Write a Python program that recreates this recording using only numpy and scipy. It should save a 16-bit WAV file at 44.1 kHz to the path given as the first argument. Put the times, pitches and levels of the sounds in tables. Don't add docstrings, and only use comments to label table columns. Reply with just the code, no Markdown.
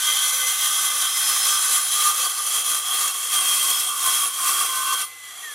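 import sys
import numpy as np
from scipy import signal
from scipy.fft import rfft, irfft, next_fast_len
from scipy.io import wavfile
from scipy.ndimage import uniform_filter1d, map_coordinates

SR = 44100
rng = np.random.default_rng(int(sys.argv[2]) if len(sys.argv) > 2 else 0)


def field_ratio(decibels):
    return 10 ** (np.asarray(decibels, dtype=float) / 20)


def int16_out(signal):
    q = np.round(np.clip(np.atleast_2d(signal).T, -1, 1) * 32767)
    wavfile.write(sys.argv[1], SR, q.astype(np.int16))


N = 244314
STEP = 32
TIME = np.arange(N) / SR
SLOW_TIME = np.arange(0, N, STEP) / SR
CUT_END = 5.05
BITE_DB = -21.5
LOW_RUNOUT, HIGH_RUNOUT = .36, .07
RIPPLE_DB = 2.3


def unit(x):
    return x / np.sqrt(np.mean(x ** 2) + 1e-20)


def along(points, hz):
    f, v = np.transpose(points)
    return np.interp(np.log(hz + 1), np.log(f + 1), v)


def spread(slow, step, size):
    return np.interp(np.arange(size), np.arange(len(slow)) * step, slow)


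def wobble(rate):
    knots = rng.standard_normal(int(N * rate / SR) + 4)
    return spread(map_coordinates(knots, [np.arange(0, N + STEP, STEP) * rate / SR]), STEP, N)


def bump(s, length, edge):
    inside = length / 2 - np.abs(SLOW_TIME - s)
    return (1 + np.tanh(inside / (2 * edge))) / 2


def swells(rows):
    return spread(sum(db * bump(s, length, edge=0.021) for s, length, db in rows), STEP, N)


def filtered(x, response):
    m = next_fast_len(N + SR // 4)
    return irfft(rfft(x, m) * response(np.fft.rfftfreq(m, 1 / SR)), m)[..., :N]


def ringing(modes, hz, narrow):
    centre, width, *stage_db = np.transpose(modes)[:, :, None]
    band = hz * narrow * width
    each = (band / (centre ** 2 - hz ** 2 + 1j * band)) ** 2
    gains = field_ratio(stage_db)[:, :, 0]
    summed = gains @ each
    direction = summed / (np.abs(summed) + 1e-20)
    return np.sqrt(gains ** 2 @ np.abs(each) ** 2) * direction


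def small_modes(x):
    z = signal.stft(x, nperseg=2048)[2]
    field = uniform_filter1d(rng.standard_normal(z.shape[1:]), size=4, axis=0)
    field = uniform_filter1d(field, size=14, axis=1)
    return signal.istft(z * field_ratio(RIPPLE_DB * unit(field)), nperseg=2048)[1][:, :N]


def strikes(chatter_db, runout, flutter_db):
    shaft_hz = 57.86
    turn = np.cos(2 * np.pi * shaft_hz * TIME + rng.normal(0, 0.92))
    level = field_ratio(chatter_db + flutter_db * wobble(14))
    return unit(rng.standard_normal((2, N)) * (1 + runout * turn) * level)


def free_share():
    return np.clip((TIME - CUT_END) / 0.062, 0, 1)


# time in seconds, change of bite in dB.
TOOTH_JOLTS = [(.105, 2.5), (.18, -1.5), (.205, -4), (.317, -3.5), (.479, 3.5), (.768, 0), (.851, 2),
               (.895, -3.5), (1.018, 2.5), (1.053, 2.5), (1.172, 3), (1.78, 0.5), (1.901, -2), (2.13, -4),
               (2.257, 4.5), (2.3, 3), (2.382, 3.5), (2.467, 3), (2.612, 1), (2.634, -5), (2.749, 3.5),
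               (2.943, 2.5), (3.08, 3.5), (3.13, -3.5), (3.345, .3), (3.4, -4), (3.704, 4), (3.8, 3.5),
               (3.944, -1.5), (4.063, 3), (4.487, 3.5), (4.535, 0.5), (4.607, 2), (4.759, 1.5),
               (4.935, 4.5), (5.021, 3)]


def jolts():
    half_length = 0.0061
    return spread(sum(db * np.exp(-((SLOW_TIME - s) / half_length) ** 2) for s, db in TOOTH_JOLTS), STEP, N)


# middle in seconds, length in seconds, change of bite in dB.
FEED_STUTTERS = [(.02, 0.055, -2), (.19, 0.025, -2), (.33, 0.025, -1), (.42, 0.023, -0.5), (.51, 0.032, -1),
                 (.57, 0.088, -4), (.74, 0.063, -2), (.92, 0.052, -2.5), (1.12, 0.13, -3), (1.87, 0.15, -3),
                 (2.04, 0.13, 0), (2.15, 0.065, -1.5), (2.37, 0.23, -5.5), (2.33, 0.027, -3),
                 (2.52, 0.046, -1), (2.67, 0.075, -2.5), (2.84, 0.16, -4.5), (2.825, .04, -5.5),
                 (3.205, 0.21, -6.5), (3.35, 0.032, 2.5), (3.41, 0.041, -0.5), (3.61, 0.1, -1.5),
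                 (3.85, 0.23, -3), (3.96, 0.081, -4), (4.69, .07, -2), (4.27, .04, -2.5),
                 (4.555, 0.036, -1), (4.35, 0.14, -4.5), (4.33, 0.055, -5.5), (4.6, 0.045, 1.9),
                 (4.8, .3, -2.5), (2.98, 0.084, -1.5), (4.967, 0.037, -4.5)]


def bite():
    exit_at, exit_softness = 5.047, 0.018
    free_db, rise_db_per_s = -42.5, 14
    after = TIME - exit_at
    out = (1 + np.tanh(after / (2 * exit_softness))) / 2
    cutting = BITE_DB + swells(FEED_STUTTERS) + jolts()
    running_free = free_db + rise_db_per_s * np.minimum(after, .39)
    return (1 - out) * cutting + out * running_free


CUT_STAGES = [
    0.74,
    2.63,
    3.8,
]


def steel(level_db, modes, chatter_db, runout):
    m = next_fast_len(N + SR // 4)
    coarse = STEP // 4
    responses = ringing(modes, np.fft.rfftfreq(m, 1 / SR)[::coarse], narrow=.9)
    out = 0
    for response, weights in zip(responses, np.eye(len(CUT_STAGES))):
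        response = spread(response, coarse, m // 2 + 1)
        share = np.sqrt(np.interp(TIME, CUT_STAGES, weights))
        force = strikes(chatter_db, runout, flutter_db=0.3) * share * field_ratio(level_db)
        out = out + rfft(force, m) * response / np.sqrt(np.mean(np.abs(response) ** 2))
    return irfft(out, m)[:, :N]


# pitch in Hz, width in Hz, level in dB early, midway and late in the cut.
SHEET_MODES = [(1056, 20, -45, -45, -9), (1100, 60, -9, -6, -5), (1145, 60, -7, -7, -4),
               (1198, 45, -3, 0, -1), (1290, 30, -9, -10, -12), (1375, 40, -21, -12, -10),
               (1460, 40, -16, -13, -10), (1515, 40, -6, -10, -9), (1560, 50, -10, -17, -22),
               (1715, 40, -17, -21, -45)]
# middle in seconds, length in seconds, gain in dB.
SHEET_FLAPS = [(.1, 0.09, -1), (.3, .1, 0), (.43, 0.089, 1.5), (.72, .1, 0.5), (.92, 0.092, 3.5),
               (2.35, 0.16, -0.5), (3.5, .05, 1.5), (1.55, 0.086, 2), (1.78, 0.087, 0.5),
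               (1.99, 0.049, 2.5), (2.09, 0.07, 3), (2.26, .04, 4.5), (2.75, 0.045, 3.5), (2.55, 0.045, 4),
               (2.93, 0.26, 3), (3.37, 0.056, 2), (3.93, 0.13, 5.5), (4.07, 0.05, 5.5), (4.23, 0.074, 3.5),
               (4.42, 0.11, 5), (4.6, 0.071, 4), (4.82, 0.25, 5.5), (5.01, 0.035, 4), (5.46, 0.27, 5.5)]


def sheet_ring(chatter_db):
    level = bite() - 11.6 + swells(SHEET_FLAPS) + 1.1 * wobble(19)
    return steel(level - 4 * free_share(), SHEET_MODES, chatter_db, LOW_RUNOUT)


# pitch in Hz, width in Hz, level in dB early, midway and late in the cut.
STAND_MODES = [(335, 70, -45, -37, -26), (400, 60, -41, -35, -28), (487, 45, -36, -29, -21),
               (522, 20, -21, -26, -45), (650, 60, -36, -32, -27), (745, 55, -22, -24, -16),
               (805, 55, -18, -29, -23), (860, 30, -24, -28, -32)]


def frame_ring(chatter_db):
    shaking_on = 14 * np.exp(-np.abs(TIME - CUT_END) / 0.11) - 0.5
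    level = bite() - 27 + 1.1 * wobble(12) + free_share() * shaking_on + .4 * swells(SHEET_FLAPS)
    return steel(level, STAND_MODES, chatter_db, LOW_RUNOUT)


# pitch in Hz, width in Hz, level in dB early, midway and late in the cut.
GUARD_MODES = [(1850, 160, -21, -45, -45), (1975, 60, -26, -18, -17), (2058, 50, -11, -19, -17),
               (2245, 70, -28, -24, -18), (2390, 60, -45, -45, -24), (2700, 50, -45, -15, -9)]


def guard_ring(chatter_db):
    return steel(bite() - 19.5, GUARD_MODES, chatter_db, LOW_RUNOUT)


# pitch in Hz, width in Hz, level in dB early, midway and late in the cut.
BODY_MODES = [(2960, 60, -21, -22, -45), (3110, 70, -6, -8, -9), (3165, 60, -5, -9, -10),
              (3218, 55, -1, -3, 2), (3270, 60, -6, -12, -10), (3322, 60, -4, -2, -1),
              (3455, 70, -9, -19, -18), (3560, 150, -12, -17, -19)]
# middle in seconds, length in seconds, gain in dB.
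BLADE_SONGS = [(.1, 0.38, 2.5), (1.36, .1, 0), (1.7, 0.23, -2), (1.3, .1, -2), (2.02, .1, -1),
               (3.03, .1, -1), (2.6, 0.26, 0.5), (2.89, .08, 6), (3.3, 0.13, 2), (3.55, 0.14, 0.5),
               (3.82, 0.17, 2.5), (4.35, 0.077, 1), (4.68, 0.087, 1.5), (4.9, 0.078, 2), (5.06, .04, -2),
               (5.35, 0.28, 6.5)]


def blade_ring(chatter_db):
    level = bite() - 7.9 + swells(BLADE_SONGS) + 1.1 * wobble(18)
    return steel(level - 8 * free_share(), BODY_MODES, chatter_db, HIGH_RUNOUT)


# pitch in Hz, width in Hz, level in dB early, midway and late
PLATE_AND_RIM_MODES = [(3700, 60, -11, -22, -19), (3980, 200, -12, -17, -22), (4330, 100, -18, -12, -13),
                       (4680, 200, -22, -22, -25), (5180, 120, -17, -17, -15), (5740, 200, -13, -17, -14),
                       (6030, 250, -8, -11, -18), (6500, 100, -10, -14, -14), (6790, 250, -11, -12, -19),
                       (7530, 100, -9, -8, -14), (7700, 130, -45, -24, -18), (8150, 150, -20, -19, -20),
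                       (8540, 100, -22, -13, -12), (8890, 170, -11, -7, -5), (9050, 250, -11, -16, -25),
                       (9260, 100, -14, -13, -9), (9620, 80, -8, -6, -9), (10000, 160, -9, -15, -25),
             (10170, 110, -7, -3, -9), (10230, 110, -6, -8, -8), (10400, 150, -6, -8, -14),
             (10600, 100, -15, -10, -5), (10705, 60, -9, -6, -6), (11300, 90, -27, -32, -12),
             (11890, 80, -8, -12, -10), (12100, 90, -45, -27, -19), (13075, 130, -14, -14, -13),
             (13250, 130, -15, -16, -17), (14300, 200, -18, -17, -12), (15300, 250, -29, -30, -28),
             (15600, 150, -26, -29, -29)]
# middle in seconds, length in seconds, change in dB.
RIM_SWELLS = [(1.0, .08, -0.5), (1.95, 0.11, 1), (2.82, .06, 0.5), (3.9, 0.11, -1), (4.17, 0.23, -0.5),
              (4.45, 0.3, -2), (4.62, 0.076, -2), (4.82, .25, -2.5), (5.0, .08, -1.5), (5.075, .04, 7)]


def rim_ring(chatter_db):
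    level = bite() - 3.5 - 13 * free_share() + swells(RIM_SWELLS)
    return small_modes(steel(level, PLATE_AND_RIM_MODES, chatter_db, HIGH_RUNOUT))


# frequency in Hz, level in dB per Hz.
GRIND_COLOR = [(200, -40.5), (300, -27.5), (600, -18.5), (930, -11.5), (1050, -8.5), (1800, -6.5),
               (2800, -6.5), (3700, -5), (5000, -5), (6500, -1.5), (9500, 0.5), (11500, -1), (12600, -5.5),
               (14000, -7), (15100, -14)]


def chip_grind(force):
    return (1 - free_share()) * unit(filtered(force, lambda f: field_ratio(along(GRIND_COLOR, f))))


# frequency in Hz, level in dB per Hz.
IDLE_COLOR = [(180, -36), (300, -27), (801, -17.5), (1010, -19), (1170, -10), (1700, -12.5), (2040, -9.5),
              (2520, -14.5), (3270, -12), (4180, -12), (5400, -18), (6300, -10.5), (10500, -9),
              (12600, -16.5), (15000, -26)]
# pitch in Hz, width in Hz, level in dB.
FREED_MODES = [(1180, 61, -0.5), (2640, 50, -14), (3300, 80, 2), (3500, 80, -9), (5870, 200, -7),
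               (7600, 150, -14), (12000, 200, -12)]
# middle in seconds, length in seconds, change in dB.
FREE_LULL = [
    (5.13, 0.085, -1.5),
]


def free_run(force):
    def color(f):
        return field_ratio(along(IDLE_COLOR, f)) + 0.58 * np.abs(ringing(FREED_MODES, f, 0.9)[0])

    return free_share() * field_ratio(2.2 + swells(FREE_LULL)) * unit(filtered(force, color))


def cut():
    chatter_db = 0.65 * wobble(32) + 0.53 * wobble(21.87)
    rings = rim_ring(chatter_db) + blade_ring(chatter_db) + sheet_ring(chatter_db)
    rings = rings + guard_ring(chatter_db) + frame_ring(chatter_db)
    force = small_modes(strikes(chatter_db, HIGH_RUNOUT, flutter_db=0.95))
    return rings + field_ratio(bite() - 2.5) * (chip_grind(force) + free_run(force))


def tone(track, drift_hz, shake_db, multiple=1, gain_db=0):
    s, *columns = np.transpose(track)
    hz, db = [np.interp(TIME, s, column) for column in columns]
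    gate = np.clip(np.minimum(TIME - track[0][0], track[-1][0] - TIME) / 0.0064, 0, 1)
    phase = 2 * np.pi * np.cumsum(multiple * hz + drift_hz * wobble(60)) / SR
    level = field_ratio(db + gain_db + shake_db * wobble(25.4))
    return np.sqrt(2) * gate * level * np.sin(phase)


# time in seconds, tooth rate in Hz, level at twice that rate in dB.
TOOTH_RATE = [(.04, 2580, -43), (.3, 2576, -55), (.7, 2585, -41), (1, 2586, -44), (1.2, 2592, -33),
              (1.35, 2576, -33), (1.5, 2586, -33), (1.7, 2579, -42), (1.95, 2586, -41), (2.3, 2587, -50),
              (2.43, 2595, -41), (2.65, 2572, -48), (3, 2570, -44), (3.2, 2604, -48), (3.4, 2551, -48),
              (3.66, 2564, -46), (3.79, 2591, -36), (3.95, 2592, -54)]


def tooth_whine():
    base = [(s, hz, -46.5) for s, hz, _ in TOOTH_RATE]
    double = tone(TOOTH_RATE, drift_hz=4.2, shake_db=1.3, multiple=2, gain_db=-0.1)
    return double + field_ratio(bite() - BITE_DB) * tone(base, drift_hz=2.8, shake_db=1.2)


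# middle in seconds, length in seconds, pitch in Hz, level in dB.
SINGING_TONES = [(0.115, 0.13, 2061, -35), (0.31, 0.16, 2058, -38.5), (.45, 0.085, 2045, -35),
                 (.6, 0.24, 2060, -42.5), (0.98, 0.41, 2043, -41.5), (1.184, 0.056, 2056, -39),
                 (3.52, 0.47, 2060, -46.5), (3.647, .04, 1066, -37), (3.853, 0.35, 1058, -46),
                 (4.085, 0.065, 1057, -31), (4.255, .08, 1048, -50), (4.45, 0.093, 1057, -31.5),
                 (4.596, 0.041, 1064, -43), (4.82, 0.26, 1054, -33), (4.85, 0.28, 1525, -36),
                 (5.02, 0.046, 1529, -42), (3.96, .12, 10720, -38), (4.07, .06, 10716, -31),
                 (4.233, 0.12, 10711, -29.5), (4.45, .16, 10714, -37), (4.61, 0.046, 10570, -28),
                 (4.75, 0.18, 10600, -49), (1.85, 0.24, 10160, -31), (2.12, 0.22, 10175, -34),
                 (3.09, 0.037, 2695, -38), (1.55, 0.064, 1196, -30), (1.992, 0.045, 1200, -29.5),
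                 (2.094, 0.064, 1203, -25), (4.24, .05, 1134, -29), (4.52, 0.042, 1178, -30),
                 (.27, .05, 1518, -38), (0.4, .07, 1515, -37), (4.09, .05, 1515, -36),
                 (4.14, .09, 2701, -39), (4.9, 0.047, 2714, -35), (2.903, .05, 3317, -32),
                 (3.5, 0.096, 3223, -29), (3.614, .05, 3208, -27.5), (4.65, .06, 3195, -29),
                 (.25, .05, 9625, -31), (1.76, 0.051, 10148, -28), (3.4, .04, 8930, -26),
                 (3.54, 0.11, 10216, -28), (4.2, .04, 8896, -34), (.12, .1, 522, -55),
                 (0.408, .2, 522, -53.5), (0.92, 0.26, 522, -59), (2.2, 0.11, 525, -54),
                 (0.69, .3, 1515, -45), (0.051, 0.14, 1515, -40)]


def singing():
    drift = np.cumsum(0.00108 * wobble(60)) / SR
    shake = field_ratio(2.5 * wobble(25))
    out = 0
    for s, length, hz, db in SINGING_TONES:
        swell = spread(bump(s, length, edge=0.0094), STEP, N)
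        out = out + np.sqrt(2) * field_ratio(db) * swell * np.sin(2 * np.pi * hz * (TIME + drift))
    return shake * out


# frequency in Hz, level in dB per Hz.
RUMBLE_COLOR = [(15, -49), (25, -19), (59, -12), (166, 0), (348, 4.5), (500, -19), (650, -34), (1100, -120)]


def rumble():
    mid, side = filtered(rng.standard_normal((2, N)), lambda f: field_ratio(along(RUMBLE_COLOR, f)))
    shaking = unit(np.array([0.5 * mid + side, 0.45 * mid - side]))
    shaking = field_ratio(bite() - 36.5 + 1.2 * wobble(4.33)) * shaking
    breeze = unit(filtered(rng.standard_normal((2, N)), lambda f: f / (f + 60) / (1 + (f / 150) ** 4)))
    hum = field_ratio(-75.5 + 2.9 * wobble(5)) * np.sin(2 * np.pi * 103 * TIME)
    return shaking + field_ratio(-79.5 + 3.8 * wobble(4.04)) * breeze + hum


# time in seconds, pitch in Hz, level in dB.
GEAR_COAST = [
    (4.99, 1990, -50),
    (5.042, 2036, -47),
    (5.15, 2034, -45.5),
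    (5.27, 2003, -44.5),
    (5.36, 1953, -55),
]
# time in seconds, pitch in Hz, level in dB.
MOTOR_BRAKE = [
    (5.425, 1915, -45),
    (5.439, 1898, -36),
    (5.499, 1756, -37.5),
    (5.54, 1670, -47),
]


def gear_whine():
    coast = tone(GEAR_COAST, drift_hz=2.5, shake_db=.8)
    return coast + tone(MOTOR_BRAKE, drift_hz=2.5, shake_db=.8, gain_db=-1.0)


# pitch in Hz, level in dB, time to fall by 60 dB in seconds.
BLADE_RING_OUT = [
    (9690, -41, .9),
    (11950, -43, .7),
    (13240, -44, .4),
]


def ring_out():
    t = np.maximum(TIME - CUT_END + 0.043, 0)
    onset = 1 - np.exp(-t / .012)
    return sum(field_ratio(db - 60 * t / t60) * onset * np.sin(2 * np.pi * hz * t) for hz, db, t60 in BLADE_RING_OUT)


# frequency in Hz, scattered minus direct sound in dB.
SCATTER = [(60, 2), (99, 1), (160, 14), (270, -5), (450, -7.5), (740, -7.5), (1220, -22), (2010, -10),
           (3330, -15.5), (5500, -15.5), (9080, -16), (15000, -6)]
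# frequency in Hz, left minus right in dB.
BALANCE = [(60, -1), (110, 12), (200, -5), (380, -2.5), (700, -2), (1290, -1), (2380, -0.5), (4400, 0),
           (8120, -1), (15000, 1)]


def scene():
    direct, scattered = cut()
    mid = direct + tooth_whine() + gear_whine() + singing() + ring_out()
    side = filtered(scattered, lambda f: field_ratio(along(SCATTER, f)))
    stereo = np.array([mid + side, mid - side])
    return filtered(stereo, lambda f: field_ratio(np.outer([.5, -.5], along(BALANCE, f)))) + rumble()


def low_pass(x):
    return signal.sosfilt(signal.butter(12, 15860, fs=SR, output="sos"), x)


# middle in seconds, length in seconds, push in dB.
TOP_BAND = [
    (5.075, .09, 16),
    (5.17, .07, -12),
    (5.255, .03, 14),
    (5.41, .2, -14),
]


def record(dry):
    top_hz, quiet_top_hz = 15880, 15150
    low = filtered(dry, lambda f: f < quiet_top_hz)
    loud = bite() + swells(TOP_BAND) + 6 * wobble(25) > -32
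    top = uniform_filter1d(loud * 1., size=400) * (filtered(dry, lambda f: f < top_hz) - low)
    return low_pass(low + top)


dry = scene()
out = record(dry)
int16_out(out)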